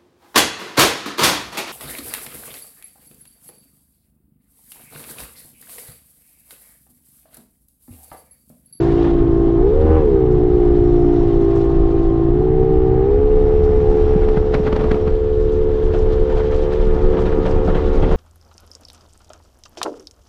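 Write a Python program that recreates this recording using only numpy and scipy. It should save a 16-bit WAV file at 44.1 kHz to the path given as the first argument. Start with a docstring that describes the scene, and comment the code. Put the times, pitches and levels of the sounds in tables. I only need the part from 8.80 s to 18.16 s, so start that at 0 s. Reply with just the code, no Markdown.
"""At the helm of a small speedboat. From the start the outboard motor drones astern, water rushes along
the hull and throws spray, and wind rumbles on the microphone. Near 1 s the motor is revved briefly;
from 2 s a thin sizzle comes and goes. At about 3.5 s and 4.2 s the throttle opens in two steps.
From 5.4 s steep waves knock on the hull and the wind tears at the microphone in short, crackling buffets.
The boat starts to plane (skim the water), and after 7 s its bow thumps into troughs amid splashes."""
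import sys
import numpy as np
from scipy import signal
from scipy.io import wavfile
from scipy.ndimage import uniform_filter1d, minimum_filter1d

SR = 44100
rng = np.random.default_rng(int(sys.argv[2]) if len(sys.argv) > 2 else 0)


def log_audio(samples):
    """Write samples as a 16-bit WAV file to the path given in sys.argv[1]."""
    # one column per channel
    frames = np.atleast_2d(samples).T
    # limit to full scale, then quantise
    limited = np.clip(frames, -1, 1)
    pcm = np.round(limited * 32767).astype(np.int16)
    wavfile.write(sys.argv[1], SR, pcm)


N = 412776
TIME = np.arange(N) / SR
CRUISE_TURNS_PER_S = 56.45   # motor speed at the start
PLANING_S, HULL_NOTE_HZ = 5.69, 178

# loudness of the exhaust drone: time_s, level_db
DRONE_LEVELS = [(0.05, -14.5), (0.28, -14.5), (0.92, -14.5), (1.08, -18.5), (1.34, -13), (1.52, -15),
                (2.11, -13), (2.93, -16.5), (4.25, -15), (4.3, -14), (5.2, -15), (5.92, -19.5), (6.57, -17),
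                (9.3, -21)]
# tone colour of fine drops: pitch_hz, level_db
DROP_SPECTRUM = [(3000, -2.5), (4500, 1), (5900, -1), (6800, -6), (8100, -9), (8900, -20), (10000, -16.5),
                 (11200, -25), (14000, -38)]


def from_db(db):
    """Turn decibels into a gain."""
    return 10 ** (np.asarray(db) / 20)


def unit_power(x):
    """Scale a signal to an average power of 1."""
    return x / np.sqrt(np.mean(x ** 2) + 1e-20)


def in_time(points):
    """Read a curve of (time, value) points at every sample."""
    return np.interp(TIME, *np.transpose(points))


def at_hz(spectrum, hz):
    """Read a spectrum's level at a pitch, sliding between its points on a musical scale."""
    pitches, levels = np.transpose(spectrum)
    return np.interp(np.log(hz), np.log(pitches), levels)


def drift(rate_hz):
    """A smooth random wander, typically about 1 in size."""
    step, warm_up = 40, 2000
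    pole = np.exp(-2 * np.pi * rate_hz * step / SR)
    noise = rng.standard_normal(N // step + warm_up + 2)
    slow = signal.lfilter([1], [1, -2 * pole, pole * pole], noise)[warm_up:]
    return np.interp(np.arange(N) / step, np.arange(len(slow)), unit_power(slow))


def hiss():
    """White noise."""
    return rng.standard_normal(N)


def grainy_hiss(share, per_s, spread_db):
    """Hiss mixed with random tiny impacts, mostly small and a few large."""
    sizes = from_db(spread_db * np.minimum(rng.exponential(1, N), 4))
    hits = rng.random(N) < per_s / SR
    return hiss() + share * unit_power(hits * sizes * rng.choice([-1, 1], N))


def coloured(source, spectrum, flicker_db):
    """Shape noise to a spectrum with 14 bands, each flickering on its own; the result has power 1."""
    edges = np.geomspace(spectrum[0][0], min(spectrum[-1][0], .45 * SR), 15)
    noises, out = [source(), source()], 0
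    for k, (low, high) in enumerate(zip(edges, edges[1:])):
        band = signal.sosfilt(signal.butter(2, [low, high], "band", fs=SR, output="sos"), noises[k % 2])
        out += band * from_db(at_hz(spectrum, np.sqrt(low * high)) + flicker_db * drift(30))
    return unit_power(out)


def tone(angle, level_db, shake_db, shake_hz):
    """One tone of the motor; it trembles because the fuel burns unevenly."""
    return np.sqrt(2) * from_db(level_db + shake_db * drift(shake_hz)) * np.cos(angle)


def swells(events, rise_s, fall_s):
    """A loudness curve that rises quickly at each (time, level) event and falls away."""
    out = np.zeros(N)
    for time_s, level_db in events:
        age = np.maximum(TIME - time_s + rise_s / 2, 0)
        out += from_db(level_db) * (1 - np.exp(-age / rise_s)) * np.exp(-age / fall_s)
    return out


def cockpit(x):
    """Hard panels close by add very short echoes that colour the sound."""
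    # windscreen, side panel and dashboard: delay_s, gain
    echoes = [(.0029, .13), (.0047, -.13), (.0083, .14)]
    return x + sum(gain * np.interp(TIME - delay_s, TIME, x, left=0) for delay_s, gain in echoes)


def motor_speed():
    """Turns per second: the motor glides to each new speed, then creeps faster as the hull planes."""
    # changes in motor pitch (the rev, two steps up, small rises and sags):
    # start_s, target_turns_per_s, lag_s
    pitch_changes = [(0.1, 56.95, 0.03), (0.36, 56.1, 0.04), (0.775, 79.081, 0.061), (1.149, 59.867, 0.086),
                     (1.652, 58.144, 0.097), (2.274, 56.15, 0.113), (3.12, 55.6, 0.04),
                     (3.462, 63.288, 0.064), (4.183, 71.813, 0.068)]
    speed = CRUISE_TURNS_PER_S + .578 * np.maximum(TIME - PLANING_S, 0)
    before = CRUISE_TURNS_PER_S
    for start_s, target, lag_s in pitch_changes:
        lags = np.maximum(TIME - start_s, 0) / lag_s
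        speed += (target - before) * (1 - (1 + lags) * np.exp(-lags))
        before = target
    return speed + .1725 * drift(4.23)   # choppy water tugs at the propeller


def exhaust(crank, speed):
    """Six firings a turn make the drone; uneven cylinders add a tone on each side, so it throbs."""
    # side tones against the firing tone: speed_turns_per_s, lower_db, upper_db
    side_tones = [(55.5, -14, -5), (56.6, -8.5, -4.5), (58, -8, -6.5), (63, -7, -3), (71.5, -9.5, -14.5),
                  (72.7, -6.5, -11.5), (73.5, -2, -4), (79, -5, -6)]
    speeds, *sides = np.transpose(side_tones)
    lower_db, upper_db = (np.interp(speed, speeds, side) for side in sides)
    total_power = 1 + from_db(lower_db) ** 2 + from_db(upper_db) ** 2
    firing_db = in_time(DRONE_LEVELS) - 10 * np.log10(total_power)
    out = tone(6 * crank, firing_db - .2, shake_db=.7, shake_hz=22)
    lag = np.pi / 5   # the ringing exhaust shifts the side tones, which softens the throb
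    for multiple, side_db in ((5, lower_db), (7, upper_db)):
        angle = multiple * crank - lag + .025 * drift(3.1)
        out += tone(angle, firing_db + side_db, shake_db=1.85, shake_hz=2.1)
    return out


def hull_hum(crank, speed):
    """The hull carries the motor's four lowest tones to the seat, a quarter turn late."""
    # how well hull and cockpit carry each pitch: pitch_hz, level_db
    hull = [(55, -28), (68, -26.5), (73, -26), (78, -16), (100, -42.5), (115, -26.5), (126, -27.5),
            (134, -37), (150, -48.5), (225, -48), (284, -29.5), (290, -37), (315, -18.5)]
    drone_db = in_time(DRONE_LEVELS)
    swing_db = .57 * (drone_db - drone_db.mean()) - 1   # partly follows the drone
    out = np.zeros(N)
    for multiple in range(1, 5):
        angle = multiple * (crank - np.pi / 2) + .64 * drift(2.4)
        out += tone(angle, at_hz(hull, multiple * speed) + swing_db, shake_db=2.5, shake_hz=4.3)
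    return out


def overtones(crank, speed, load_db, fast, strain):
    """High multiples of the motor speed swell as they pass pitches where exhaust and motor cover ring."""
    # how well exhaust and cover carry each pitch: pitch_hz, level_db
    cover = [(450, -33.5), (510, -39.5), (570, -49.5), (640, -48.5), (700, -40), (780, -40.5), (870, -49.5),
             (1010, -59), (1240, -52.5), (1330, -64.5), (1600, -67.5), (1850, -64), (2700, -78.5)]
    # tones the firing pattern favours or weakens: multiple -> accent_db, fast_db, strained_db, planed_db
    accents = {8: (0, -4, -7, 6), 9: (-6, 3, -6, -2), 10: (0, 0, 4, 0), 11: (-3, 4, -3, -5),
               12: (5.5, -1, -2, 2), 13: (3.5, 0, 9.5, 2), 14: (0, -2, 6, -5), 15: (-10, 10, 3, 7),
               16: (-1, 2, -2, -1), 18: (5, -3, -9, 3), 20: (-1, 2, -7, -2), 22: (-2, 4, 2, 3),
               24: (-1, 0, -3, 6)}
    overall_db = load_db + .5 - .18 * (speed - CRUISE_TURNS_PER_S)
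    planed = np.clip(TIME - PLANING_S, 0, 1)
    out = np.zeros(N)
    for multiple in range(8, 37):
        sway_db = 2.2 * drift(.6) * min(multiple / 20, 1)
        accent_db, fast_db, strained_db, planed_db = accents.get(multiple, (0, 0, 2, .69))
        pattern_db = accent_db + fast_db * fast + strained_db * strain + planed_db * planed
        level_db = at_hz(cover, multiple * speed) + pattern_db + overall_db + sway_db
        if multiple * speed[-1] > 850:   # tones that end above 850 Hz grow as the hull planes
            level_db += 3.2 * planed
        scatter = rng.uniform(0, 2 * np.pi) * (multiple > 12)   # lower tones keep in step as one pulse
        jolts = .18 * drift(14)   # uneven burning shakes the timing
        out += tone(multiple * crank + scatter + jolts, level_db, shake_db=2.4, shake_hz=15)
    return out


def propeller(crank, speed, bite_db):
    """The blades hum louder as they bite the water, and thin out with speed."""
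    blades_per_turn = 2.48
    level_db = -23.3 + 1.1 * bite_db - .75 * (speed - CRUISE_TURNS_PER_S)
    return tone(blades_per_turn * crank + .099 * drift(2), level_db, shake_db=2.5, shake_hz=2.1)


def gear_whine(crank, speed):
    """Gear teeth meet many times a turn and whine through their case."""
    # how well the case carries each pitch: pitch_hz, level_db
    gear_case = [(1050, -41), (1075, -43.5), (1110, -55), (1200, -51), (1300, -58), (1375, -60),
                 (1397, -49), (1440, -54), (1495, -43)]
    teeth = 19
    angle = teeth * crank + .16 * drift(3.1)
    return tone(angle, at_hz(gear_case, teeth * speed), shake_db=-.5, shake_hz=8.4)


def rasp(crank, bite_db, fast, strain):
    """Moving parts rasp under the motor cover, much louder under load and throbbing more at speed."""
    # tone colour of the rasp: pitch_hz, level_db
    spectrum = [(500, -5), (850, -1.5), (1200, 6.5), (1550, -1.5), (2100, -6), (2800, -8), (3600, -21),
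                (6000, -25.5)]
    throb = 1 + .12 * (1 + fast) * np.cos(crank)
    level_db = -50.5 + 2 * bite_db + 14 * strain
    return coloured(hiss, spectrum, flicker_db=1) * throb * from_db(level_db)


def motor():
    """One turning crankshaft drives every sound of the outboard; at the top of the rev it strains."""
    # how hard the propeller bites: time_s, level_db
    bite_levels = [(0, -0.5), (.75, -2.5), (3.3, -2.5), (4.3, 1), (5.3, 2.5), (6.6, -7.5), (8.4, 2),
                   (9.36, 2)]
    strain_turns_per_s, strain_lag_s = 73.8, .019
    speed, bite_db = motor_speed(), in_time(bite_levels)
    overspeed = np.maximum(np.interp(TIME - strain_lag_s, TIME, speed) - strain_turns_per_s, 0)
    load_db = bite_db + 2.5 * overspeed
    strain = overspeed / overspeed.max()
    fast = np.interp(speed, (64, 72), (0, 1))   # fades in the high-speed sound
    crank = 2 * np.pi * np.cumsum(speed) / SR + .008 * drift(18)   # shaft angle in radians
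    machinery = propeller(crank, speed, bite_db) + gear_whine(crank, speed)
    machinery += cockpit(rasp(crank, bite_db, fast, strain))
    drone = exhaust(crank, speed) + hull_hum(crank, speed)
    return machinery + drone + overtones(crank, speed, load_db, fast, strain)


def wash():
    """Water washes dully under the hull."""
    # loudness of the wash: time_s, level_db
    levels = [(0, -24), (.6, -24), (1.1, -21), (1.6, -25.5), (2.8, -27.5), (4.2, -26.5), (5.4, -26),
              (6.5, -33.5), (7.2, -25.5), (7.8, -29), (8.4, -23.5), (9.36, -25)]
    # its tone colour: pitch_hz, level_db
    spectrum = [(70, -4.5), (145, 6.5), (220, 2.5), (370, 3.5), (470, 4.5), (570, -19), (780, -8.5),
                (1100, -20), (2000, -37)]
    return coloured(hiss, spectrum, flicker_db=3) * from_db(in_time(levels))


def rush_and_spray():
    """Water churns beside the hull and sprays off the bow; both surge and leap as waves slap the boat."""
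    # rise and fall of the spray: time_s, level_db
    spray_levels = [(0.0, -47.5), (0.27, -49.5), (0.5, -58), (1.67, -57), (2.82, -54.5), (3.55, -59),
                    (4.3, -59.5), (5.11, -55), (6.02, -53), (6.6, -56), (7.1, -53.5), (7.95, -51),
                    (8.65, -53), (9.36, -49.5)]
    # the hull meets a wave: time_s, level_db
    slaps = [(0.244, -31), (2.759, -37.5), (5.415, -33), (7.139, -26.5), (7.497, -32), (7.569, -27),
             (7.595, -33), (7.721, -28), (7.92, -25.5), (8.334, -31), (8.373, -26.5), (8.456, -24),
             (8.52, -29.5), (8.655, -23.5), (8.71, -32), (8.877, -33), (8.947, -23.5), (9.227, -22),
             (9.314, -26)]
    # tone colours of the rush and the spray: pitch_hz, level_db
    rush_spectrum = [(300, 4), (600, 13), (850, 4.5), (1200, 2.5), (1800, -2), (2300, -9), (3200, -8.5),
                     (5000, -37.5)]
    spray_spectrum = [(1500, -11), (3000, 2), (3800, 1), (4700, -6.5), (5800, -12), (7500, -22),
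                      (9000, -32), (11000, -40.5), (15000, -62.5)]
    spray_db, surge = in_time(spray_levels), drift(20)
    rush_db = -41 + spray_db - spray_db.mean()
    thrown = swells(slaps, rise_s=.007, fall_s=.014)
    rush = coloured(lambda: grainy_hiss(.88, per_s=1500, spread_db=5), rush_spectrum, flicker_db=2)
    spray = coloured(lambda: grainy_hiss(.7, per_s=2500, spread_db=3.5), spray_spectrum, flicker_db=1)
    rush *= from_db(rush_db + .35 * surge) + from_db(3.5) * thrown
    spray *= from_db(spray_db - 2 + 2.1 * surge) + from_db(-26) * thrown
    return rush + spray


def wind_rumble():
    """Swirling air rumbles steadily on the microphone."""
    # loudness of the rumble: time_s, level_db
    levels = [(0, -16), (.5, -18.5), (1.7, -15.5), (3.0, -17), (3.9, -14.5), (5.4, -14), (5.8, -19.5),
              (6.5, -16.5), (9.36, -16)]
    # its tone colour: pitch_hz, level_db
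    spectrum = [(12, -4.5), (24, 5.5), (45, -5), (70, -7.5), (100, -12), (160, -33), (300, -35),
                (600, -72.5)]
    return coloured(hiss, spectrum, flicker_db=1.5) * from_db(in_time(levels))


def fizz_and_splashes():
    """Fine drops fizz all the time, and thrown water patters back on the sea in bright bursts."""
    # loudness of the fizz: time_s, level_db
    fizz_levels = [(0, -51), (.3, -74), (.5, -67), (1.4, -70.5), (2.1, -63), (2.9, -62.5), (3.5, -70.5),
                   (4.4, -70.5), (5.3, -62.5), (6.25, -66), (6.5, -66.5), (7.3, -63), (7.7, -67.5),
                   (9.36, -60)]
    # thrown water lands: time_s, level_db
    landings = [(1.51, -60), (2.755, -61), (4.84, -62), (5.1, -62), (6.6, -57.5), (6.72, -62), (7.05, -62),
                (7.135, -59), (7.18, -59), (7.32, -58.5), (7.49, -61.5), (7.56, -54.5), (7.625, -64),
                (7.71, -59), (7.745, -56), (7.82, -59), (7.925, -58), (8.04, -59), (8.14, -62), (8.22, -63),
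                (8.3, -59), (8.395, -54.5), (8.47, -60), (8.648, -60), (8.695, -56), (8.845, -60),
                (8.945, -65), (9.13, -55), (9.31, -57)]
    drops = coloured(lambda: grainy_hiss(1.3, per_s=700, spread_db=5), DROP_SPECTRUM, flicker_db=2)
    fizz = from_db(in_time(fizz_levels) + 1.5 * drift(20))
    splashes = from_db(7) * swells(landings, rise_s=.009, fall_s=.026)
    return drops * (fizz + splashes)


def sizzle():
    """A thin sizzle, made of a narrow band of hiss, comes and goes."""
    # spells of sizzling: start_s, end_s, level_db
    spells = [(2.0, 2.5, -68), (4.58, 5.05, -69.5), (5.05, 6.35, -66.5)]
    pitch_hz, width_hz, fade_s = 5500, 180, .06
    pole, angle = np.exp(-np.pi * width_hz / SR), 2 * np.pi * pitch_hz / SR
    narrow = unit_power(signal.lfilter([1, 0, -1], [1, -2 * pole * np.cos(angle), pole * pole], hiss()))
    level = np.zeros(N)
    for start_s, end_s, level_db in spells:
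        level += from_db(level_db) * np.clip(np.minimum(TIME - start_s, end_s - TIME) / fade_s, 0, 1)
    return narrow * level * from_db(2 * drift(25))


def hull_knocks():
    """Short, steep waves flex the hull for a cycle or two of its note before the water damps it."""
    # a wave strikes: start_s, level_db
    knocks = [(5.357, -7), (5.57, -13), (5.749, -11), (5.797, -12), (5.877, -14), (5.929, -15),
              (6.039, -16), (6.274, -16)]
    rise_s, out = .0035, np.zeros(N)
    for start_s, level_db in knocks:
        age = np.maximum(TIME - start_s, 0)
        swell = age / rise_s * np.exp(1 - age / rise_s)
        out += from_db(level_db) * swell * np.sin(2 * np.pi * HULL_NOTE_HZ * age)
    return out


def wind_buffets():
    """Whirls of air burst on the microphone with a crackle, a snap and a pop, then trail a dull flutter."""
    # each burst: peak_s, level_db, fade_s, snap_db
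    buffets = [(5.488, -21, 0.0019, -56), (5.574, -25.5, 0.0094, -58), (5.744, -17, 0.0073, -29.5),
               (5.751, -22, 0.0025, -54), (5.873, -20.5, 0.013, -57), (5.929, -18.5, 0.0044, -40),
               (5.965, -20.5, 0.0057, -37), (5.997, -26, .003, -54), (6.012, -25, 0.01, -54),
               (6.042, -20, 0.003, -52), (6.117, -17, 0.0048, -31.5), (6.146, -22.5, .0018, -60),
               (6.279, -25, .009, -52)]
    # tone colours of the dull crackle and the bright snap: pitch_hz, level_db
    crackle_spectrum = [(60, 14), (200, 21.5), (700, 10), (1400, 5.5), (2300, -4), (3800, -14.5),
                        (6000, -37.5), (10000, -42), (15000, -62)]
    snap_spectrum = [(1500, -7), (3000, 10.5), (5000, -1), (7000, -11), (10000, -28.5), (14000, -41)]
    bursts, snaps, pops = np.zeros((3, N))
    for peak_s, level_db, fade_s, snap_db in buffets:
        away_s = np.abs(TIME - peak_s)
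        bursts += from_db(level_db + 2.5) * np.exp(-away_s / fade_s)
        snaps += from_db(snap_db) * np.exp(-away_s / .0022)
        pops -= from_db(level_db + 10.5) * np.exp(-(away_s / .0011) ** 2)   # pressure dips at the core
    trails = swells([(s, db - 7.5) for s, db, _, _ in buffets], rise_s=.0014, fall_s=.053)
    crackle = coloured(lambda: grainy_hiss(.7, per_s=2500, spread_db=2.5), crackle_spectrum, flicker_db=1)
    crackle = signal.sosfilt(signal.butter(2, 5500, fs=SR, output="sos"), crackle)
    flutter = unit_power(signal.sosfilt(signal.butter(2, [80, 500], "band", fs=SR, output="sos"), hiss()))
    bright = coloured(hiss, snap_spectrum, flicker_db=1)
    return bursts * crackle + snaps * bright + pops + trails * flutter


def windscreen_ticks():
    """Single drops tick on the windscreen."""
    # a drop strikes: time_s, level_db
    ticks = [(6.305, -50), (7.572, -46), (8.406, -48), (8.666, -44)]
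    return coloured(hiss, DROP_SPECTRUM, flicker_db=0) * swells(ticks, rise_s=.0002, fall_s=.002)


def bow_thumps():
    """The bow drops into troughs with a thud; the hull answers each with one deep, short note."""
    # the bow lands: start_s, level_db
    thumps = [(7.14, -30), (7.319, -25), (7.915, -32), (8.192, -31), (8.372, -18), (8.657, -21),
              (8.875, -17.5), (8.947, -20.5), (9.228, -18.5), (9.314, -17.5)]
    # tone colour of the thud: pitch_hz, level_db
    spectrum = [(110, 3), (190, -2), (300, -3.5), (550, -6.5), (850, -13), (1300, -19), (2000, -32)]
    out = coloured(hiss, spectrum, flicker_db=4.5) * swells(thumps, rise_s=.0026, fall_s=.033)
    for start_s, level_db in thumps:
        age = np.maximum(TIME - start_s, 0)
        swell = (1 - np.exp(-age / .004)) * np.exp(-age / .018)
        out += from_db(level_db + 6) * swell * np.sin(2 * np.pi * HULL_NOTE_HZ * age)
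    return out


def scene():
    """Motor, water and wind as heard from the driver's seat."""
    steady = motor() + wash() + cockpit(rush_and_spray()) + wind_rumble() + fizz_and_splashes()
    passing = sizzle() + hull_knocks() + wind_buffets() + windscreen_ticks() + bow_thumps()
    return (steady + passing)[None]


def limiter(x, ceiling_db, reaction_s):
    """Turn the volume down smoothly around every peak that would pass the ceiling."""
    size = int(reaction_s * SR)
    allowed = np.minimum(1, from_db(ceiling_db) / (np.abs(x) + 1e-9))
    gain = minimum_filter1d(allowed, 2 * size)
    return x * uniform_filter1d(uniform_filter1d(gain, size), size)


def record(dry):
    """The microphone sheds the deepest rumble, a limiter holds the peaks and the highest treble is cut."""
    fades = np.clip(np.minimum(TIME, TIME[-1] - TIME) / .003, 0, 1)   # soft start and stop
    thinned = signal.sosfilt(signal.butter(2, 14, "high", fs=SR, output="sos"), dry * fades)
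    held = limiter(thinned, ceiling_db=-2.5, reaction_s=.004)
    return signal.sosfilt(signal.cheby2(12, 70, 15600, fs=SR, output="sos"), held)


dry = scene()
out = record(dry)
log_audio(out)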